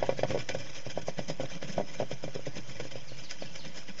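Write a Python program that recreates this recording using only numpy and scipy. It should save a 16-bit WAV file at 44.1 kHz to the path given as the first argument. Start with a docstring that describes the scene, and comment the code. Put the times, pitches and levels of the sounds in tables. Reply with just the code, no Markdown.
"""Hollow knocks and a pulsing scrape, close by: a large wooden top wobbles on a wooden garden seat.
Friction over the grain excites the resonances of top and board once or twice a turn, about nine turns
a second. The tip also skips, and each impact rings the board; the knocks thin out as the top settles.
In the quiet air a distant bird whistles once at the start and sings four falling notes near the end."""
import sys
import numpy as np
from scipy import signal
from scipy.io import wavfile
from scipy.ndimage import uniform_filter1d, map_coordinates

SR = 44100
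rng = np.random.default_rng(int(sys.argv[2]) if len(sys.argv) > 2 else 0)


def file_out(sig):
    """Save sig as 16-bit WAV at sys.argv[1]."""
    # one column per channel
    cols = np.atleast_2d(sig).T
    # limit, then scale
    lim = np.clip(cols, -1, 1)
    pcm = np.round(lim * 32767).astype(np.int16)
    wavfile.write(sys.argv[1], SR, pcm)


N = 176400
T = np.arange(N) / SR
HZ = np.fft.rfftfreq(8192, 1 / SR)

# Response of the hollow board under the tip: f/Hz, relative level/dB
HOLLOW_RESPONSE = [(150, -30), (290, 0.5), (360, -9.5), (440, -7.5), (535, 4.5), (660, -5), (850, -17.5),
                   (1300, -31.5), (3000, -61)]


def amp(db):
    """Amplitude ratio of a level in decibels."""
    return 10 ** (np.asarray(db) / 20)


def unit(x):
    """Normalisation to an rms of one."""
    return x / np.sqrt(np.mean(x ** 2) + 1e-20)


def add(mix, start, sound):
    """Superposition: a sound joins the mix at its start time."""
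    part = mix[max(round(start * SR), 0):][:len(sound)]
    part += sound[:len(part)]


def spectrum(points):
    """Spectral envelope in dB, interpolated over logarithmic frequency."""
    hz, db = np.transpose(points)
    return np.interp(np.log(HZ + 1), np.log(hz), db)


def colour(x, db):
    """Source and filter: x drives a minimum-phase response of unit energy, shaped like db."""
    log_gain = np.log(amp(np.r_[db, db[-2:0:-1]]))
    ring = np.fft.ifft(np.exp(np.conj(signal.hilbert(log_gain)))).real[:len(HZ)]
    return signal.oaconvolve(x, ring / np.linalg.norm(ring))[:len(x)]


def resonate(x, hz, width):
    """Forced vibration of a unit-gain resonator whose tuning follows the curve hz."""
    turn = np.exp(2j * np.pi * np.cumsum(hz) / SR)
    pole = np.exp(-np.pi * width / SR)
    return 2 * (turn * signal.lfilter([1 - pole], [1, -pole], x / turn)).real


def garden_air():
    """Ambient noise: steady, broadband and strongest in the bass."""
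    # Spectrum of the air: f/Hz, relative level/dB
    ambience = [(15, 0), (40, 12), (80, -2.5), (170, 1.5), (270, -10), (550, -5), (1200, -9), (3000, -10.5),
                (7000, -33)]
    return amp(-57.5) * colour(rng.standard_normal(N), spectrum(ambience))


def reflections(x, per_s=2000, t60_s=.41):
    """Reverberation: fence and furniture return dense echoes that decay exponentially."""
    t = np.arange(SR // 3) / SR
    taps = rng.standard_normal(len(t)) * (rng.random(len(t)) < per_s / SR)
    taps *= (t > .005) * amp(-60 * t / t60_s)
    return signal.oaconvolve(x, taps / np.linalg.norm(taps))[:N]


def bird(flutter_db=3, flutter_s=.008):
    """Modulated pure tones: a faint whistle of even pitch and four falling glides flutter in level."""
    # Sung notes: onset t/s, level/dB
    notes = [(3.058, -55), (3.222, -52), (3.394, -54), (3.566, -54)]
    # Glide within a note: t/s, nominal f/Hz, relative level/dB
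    glide = [(0, 5600, -17), (0.016, 5150, 1), (.032, 4600, 6), (.045, 3950, 2), (.06, 3300, -4),
             (.08, 2850, 3.5), (.11, 2680, -21)]
    # Opening whistle: onset t/s, duration/s, f/Hz, level/dB
    whistle = (.11, .18, 4560, -62)
    times, hz, db = np.transpose(glide)
    t, song = np.arange(0, times[-1], 1 / SR), np.zeros(N)
    for start, level_db in notes:
        pitch = np.interp(t, times, hz) * rng.uniform(.92, 1.01)
        envelope = amp(level_db + np.interp(t, times, db)) * signal.windows.tukey(len(t), .1)
        add(song, start, envelope * np.sin(2 * np.pi * np.cumsum(pitch) / SR))
    start, length, pitch, level_db = whistle
    t = np.arange(0, length, 1 / SR)
    add(song, start, amp(level_db) * np.sin(np.pi * t / length) * np.sin(2 * np.pi * pitch * t))
    flutter = unit(uniform_filter1d(rng.standard_normal(N), round(flutter_s * SR)))
    return song * amp(flutter_db * np.clip(flutter, -2, 1))


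def seat_boom(load, width_hz=56.3):
    """Resonance under random forcing: the top's weight on the rough wood sets the seat booming."""
    # Drift of the resonance as the top wanders: t/s, f/Hz
    tuning = [(0, 122.3), (.55, 124.3), (1, 135.5), (1.4, 149.6), (1.8, 167.5), (2.2, 161.3), (2.55, 141),
              (2.9, 130.4), (3.5, 154), (4, 168)]
    hz, drive = np.interp(T, *np.transpose(tuning)), rng.standard_normal(N)
    ring = lambda x: resonate(resonate(x, hz, width_hz), hz, width_hz)
    return amp(-5) * ring(load * drive) / np.std(ring(drive))


def top_response():
    """Modal response in dB: the top's resonances stand out of the broad spectrum of the scrape."""
    # Spectrum of the scrape: f/Hz, relative level/dB
    rasp = [(300, -20.5), (700, -3), (1000, 0.5), (1280, -5), (1550, -1.5), (2400, 1.5), (3300, -2),
            (3800, -2.5), (4550, -7.5), (5000, 3), (5550, -2.5), (6300, -2), (7000, -5.5), (7700, -22)]
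    # Modes of the top: f/Hz, width/Hz, lift/dB
    modes = [(1493, 47, 8), (1695, 74, 5.5), (1999, 70, 8), (2365, 46, 9), (2630, 23, 0), (3126, 85, 9.5),
             (3352, 110, 7.5), (5202, 360, 5), (5735, 37, 11.5), (6203, 220, 6)]
    return spectrum(rasp) + sum(db / (1 + (2 * (HZ - hz) / width) ** 2) for hz, width, db in modes)


def moving_contact(x, depth_db=3.5, patch_s=.014, patch_hz=220):
    """Modal coupling varies as the contact travels: bands of the sound come and go at random."""
    frames = signal.stft(x, nperseg=256, noverlap=192)[2]
    band, frame = np.indices(frames.shape)
    position = [band * SR / 256 / patch_hz, frame * 64 / SR / patch_s]
    patches = unit(map_coordinates(rng.standard_normal((128, 512)), position, order=3, mode="mirror"))
    gain = unit(amp(depth_db * np.clip(patches, -2, 2)))
    return signal.istft(frames * gain, nperseg=256, noverlap=192)[1][:N]


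def slips(per_s=5800, spread_db=3):
    """Shot noise of friction: tiny slips over the wood grain, a few much larger than the rest."""
    size = amp(spread_db * np.minimum(rng.exponential(1, N), 4))
    return unit(size * rng.choice([-1, 1], N) * (rng.random(N) < per_s / SR))


def swell(peak_s, width_s, fall_ratio=1.85):
    """Power envelope of one drag: a rounded peak that falls more slowly than it rises."""
    u = (T - peak_s) / max(width_s, .002)
    u = np.where(u < 0, u, u / fall_ratio)
    return np.exp(2 - 2 * np.hypot(2 * u, 1))


def scraping(treble_hz=4100, rumble_lag_s=.0033):
    """Sliding friction: each drag rasps in the top, sounds the hollow board and leaves a low rumble."""
    # Drags of the tip: peak t/s, swell time/s, scrape level/dB, treble lift/dB, rumble level/dB
    drags = [(0.019, 0.031, -41.5, -13, -39), (0.065, 0.0086, -38, -5.5, -57),
             (0.099, 0.035, -43.5, -3.5, -39), (0.188, 0.02, -39.5, -1, -37.5),
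             (0.237, 0.0061, -36, -19, -29), (0.306, 0.03, -38, -1.5, -32), (0.396, 0.02, -36.5, -3.7, -40),
             (0.491, 0.0023, -21, -3, -54), (0.502, 0.015, -32.5, -6.5, -34.5),
             (0.546, 0.0089, -39.5, 2, -31.5), (0.597, 0.016, -38, -2, -41.5),
             (0.652, 0.025, -43, -1.5, -47), (0.697, 0.0089, -41.5, -3, -41.5),
             (0.766, 0.025, -38.5, 0, -51), (0.863, 0.013, -40.5, -4, -39.5),
             (0.903, 0.012, -36.5, 0.5, -58), (0.977, 0.025, -44.5, -2, -36.5),
             (1.018, 0.0043, -45.4, 6, -47), (1.081, 0.015, -41.5, 3.8, -35),
             (1.187, 0.014, -36.5, -3, -34.5), (1.226, 0.008, -59, 9, -40), (1.286, 0.004, -32, 0, -58),
             (1.297, 0.016, -36.5, -3, -33), (1.299, 0.0059, -41.5, 6.5, -50),
             (1.414, 0.025, -43.5, 1, -37), (1.457, 0.0038, -34, -10, -67),
             (1.512, 0.028, -39.5, -3.5, -46.8), (1.553, 0.0076, -40, -6, -38),
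             (1.631, 0.015, -37.5, -4.5, -37.5), (1.689, 0.021, -40, -2, -37.5),
             (1.727, 0.014, -41, 3, -49), (1.779, 0.022, -42, -5, -30), (1.896, 0.024, -42.5, -6, -48),
             (1.943, 0.013, -40.5, 0, -46.1), (1.998, 0.018, -39.5, -4, -36.8),
             (2.115, 0.02, -41.5, -0.5, -40.5), (2.237, 0.012, -38, -2.8, -37), (2.349, 0.009, -41, 4, -39),
             (2.466, 0.011, -38.5, -1, -37.5), (2.567, 0.02, -38, -4, -36.5), (2.695, 0.024, -43, 0.5, -42),
             (2.759, 0.016, -46.5, -0.4, -44), (2.805, 0.014, -42, -1, -37), (2.85, 0.017, -42.5, 0.5, -41),
             (2.917, 0.0085, -37.5, 0.2, -42.5), (2.963, 0.033, -44, -5, -47),
             (3.092, 0.039, -53, 2.6, -52.5), (3.192, 0.021, -43, 0, -47.5), (3.24, 0.008, -46.5, 4, -67),
             (3.311, 0.016, -40, 3, -68), (3.312, 0.003, -36.5, 2, -58), (3.429, 0.045, -46, 0.5, -45),
             (3.558, 0.0027, -32.5, 1, -61), (3.557, 0.042, -47.5, 1.5, -46), (3.65, 0.0067, -37, -15, -55),
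             (3.659, 0.025, -46.5, -1.5, -40.5), (3.77, 0.026, -39.5, 1, -47),
             (3.888, 0.0095, -36.5, -5, -39), (4.007, 0.019, -32, -0.5, -58)]
    # Bass response of the board: f/Hz, relative level/dB
    bass_response = [(40, -22.5), (85, -6.5), (120, -7), (160, -8.5), (200, 0.5), (245, -14), (300, -2),
                     (380, -10.5), (900, -45.5)]
    drag, treble, load = np.zeros((3, N))
    for peak, width, db, lift_db, rumble_db in drags:
        power = amp(db) ** 2 * swell(peak, width)
        drag += power
        treble += power * amp(lift_db) ** 2
        load += amp(rumble_db) ** 2 * swell(peak + rumble_lag_s, width * 1.25)
    # Powers become amplitudes; steady contact sets a floor between the drags.
    drag, treble = np.sqrt(np.array([drag, treble]) + amp(-51) ** 2)
    load = np.sqrt(load + amp(-55) ** 2)
    friction = slips() + amp(-9.5) * slips(per_s=160)  # fine grain and coarse specks
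    low = signal.sosfiltfilt(signal.butter(4, treble_hz, fs=SR, output="sos"), friction)
    rasp = moving_contact(colour(drag * low + treble * (friction - low), top_response()))
    hollow = colour(np.hypot(amp(-11.5) * drag, amp(-13) * load) * slips(), spectrum(HOLLOW_RESPONSE))
    rumble = colour(load * slips(), spectrum(bass_response))
    return amp(-4.5) * rasp + hollow + amp(-12.5) * rumble + seat_boom(load)


def knocking(rise_s=.0015, hold_s=.0012, board_rise_s=.0029, tick_decay_s=.0095, rattle_decay_s=.009):
    """Impact excitation: each landing knocks, rings the board, ticks in the top and rattles the tip."""
    # Landings of the tip: t/s, relative knock level/dB, knock f/Hz, relative tick level/dB
    landings = [(0.0257, -14.5, 607, -36), (0.0382, -27.8, 825, -56), (0.0912, -12.5, 530, -34),
                (0.1245, -29.1, 524, -55), (0.1912, -23, 514, -37.5), (0.2325, -13, 598, -31),
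                (0.2488, -25, 580, -49), (0.3045, -25, 495, -35.5), (0.314, -27, 457, -56),
                (0.3176, -32, 380, -51.5), (0.3331, -32, 397, -56), (0.3457, -18, 500, -42.7),
                (0.3563, -20.5, 546, -53), (0.3684, -26, 556, -56.5), (0.3746, -23.5, 436, -42),
                (0.4995, -27, 520, -44), (0.5477, -21, 546, -40), (0.8648, -28, 563, -56),
                (0.9748, -18.5, 586, -47), (1.0831, -20, 590, -39), (1.1909, -22.5, 626, -49.5),
                (1.299, -23.5, 596, -37), (1.3977, -22, 564, -50), (1.4052, -26.5, 580, -43),
                (1.409, -32, 520, -45), (1.4339, -28, 590, -60), (1.4413, -30.5, 567, -52),
                (1.6265, -29.5, 540, -43.5), (1.7798, -16, 627, -40.5), (1.7885, -24.5, 536, -56),
                (1.7989, -19, 610, -53), (1.809, -21.5, 600, -48), (2, -18.5, 588, -41.5),
                (2.0085, -23.5, 602, -57), (2.0182, -24.8, 465, -58.5), (2.0259, -22.5, 640, -50),
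                (2.1137, -24.5, 540, -46), (2.122, -54, 454, -43), (2.2391, -25.5, 550, -43.5),
                (2.2784, -29, 564, -48), (2.3515, -29.5, 470, -54), (2.3591, -25.5, 444, -44),
                (2.3926, -32.5, 486, -60), (2.4673, -28.5, 514, -53), (2.4743, -30, 450, -53),
                (2.5682, -32.5, 500, -54), (2.7987, -28.5, 505, -40), (2.8051, -29.4, 473, -53.4),
                (2.852, -34, 520, -59.8), (2.9555, -29.5, 515, -52), (3.118, -36.5, 540, -52.0),
                (3.422, -27.5, 572, -43.5)]
    # Modes of the board: f/Hz, relative level/dB, T60/s
    modes = [(130.2, -29, .2), (193.4, -27.5, 0.072), (245.4, -23, 0.058), (292, -21.5, 0.067),
             (405, -18.5, 0.087), (537.3, -17, .1), (717, -20.5, .1), (818, -25, .07), (948.5, -25.5, 0.14),
             (1120, -28.5, 0.089), (1485, -29, 0.058), (2260, -38, .05)]
    t = np.arange(SR // 4) / SR
    rise = np.sin(np.pi / 2 * np.minimum(t / rise_s, 1)) ** 2

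    def mode(hz, db, t60):
        """Damped free vibration after a brief rise and hold."""
        envelope = rise * amp(db - 60 * np.maximum(t - rise_s - hold_s, 0) / t60)
        return envelope * np.cos(2 * np.pi * hz * (t - rise_s))

    rings = np.array([mode(*row) for row in modes]) * (1 - np.exp(-t / board_rise_s))
    octaves = np.log2(np.array(modes)[:, 0] / 550)
    knocks, ticks, rattle = np.zeros((3, N))
    for start, db, hz, tick_db in landings:
        tilt_db_per_octave = .52 * (db + 14)  # harder blows ring brighter
        board = amp(tilt_db_per_octave * octaves - 1.47) @ rings
        add(knocks, start, amp(db) * (mode(hz, db=-2.5, t60=.02) + board))
        add(ticks, start, amp(tick_db - .5) * rise * np.exp(-t / tick_decay_s))
        add(rattle, start, amp(db - 26) * rise * np.exp(-t / rattle_decay_s))
    lowpass_db = -10 * np.log10(1 + (HZ / 2800) ** 4)
    ticking = moving_contact(colour(ticks * slips(), top_response() + lowpass_db))
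    return knocks + ticking + colour(rattle * slips(), spectrum(HOLLOW_RESPONSE))


def scene():
    """Direct and reflected sound add in the garden: the near top is almost dry, the far bird echoes."""
    top, song, air = scraping() + knocking(), bird(), garden_air()
    echoes = reflections(amp(-26) * top + amp(-2.5) * song)
    return (top + song + echoes + air)[None]


def record(dry, cutoff_hz=7850, offset=.026):
    """Band limiting: a steep low-pass removes the high treble, and a small constant offset is added."""
    lowpass = signal.firwin(201, cutoff_hz, window=("kaiser", 9), fs=SR)
    return offset + signal.oaconvolve(dry, lowpass[None], "same")


dry = scene()
out = record(dry)
file_out(out)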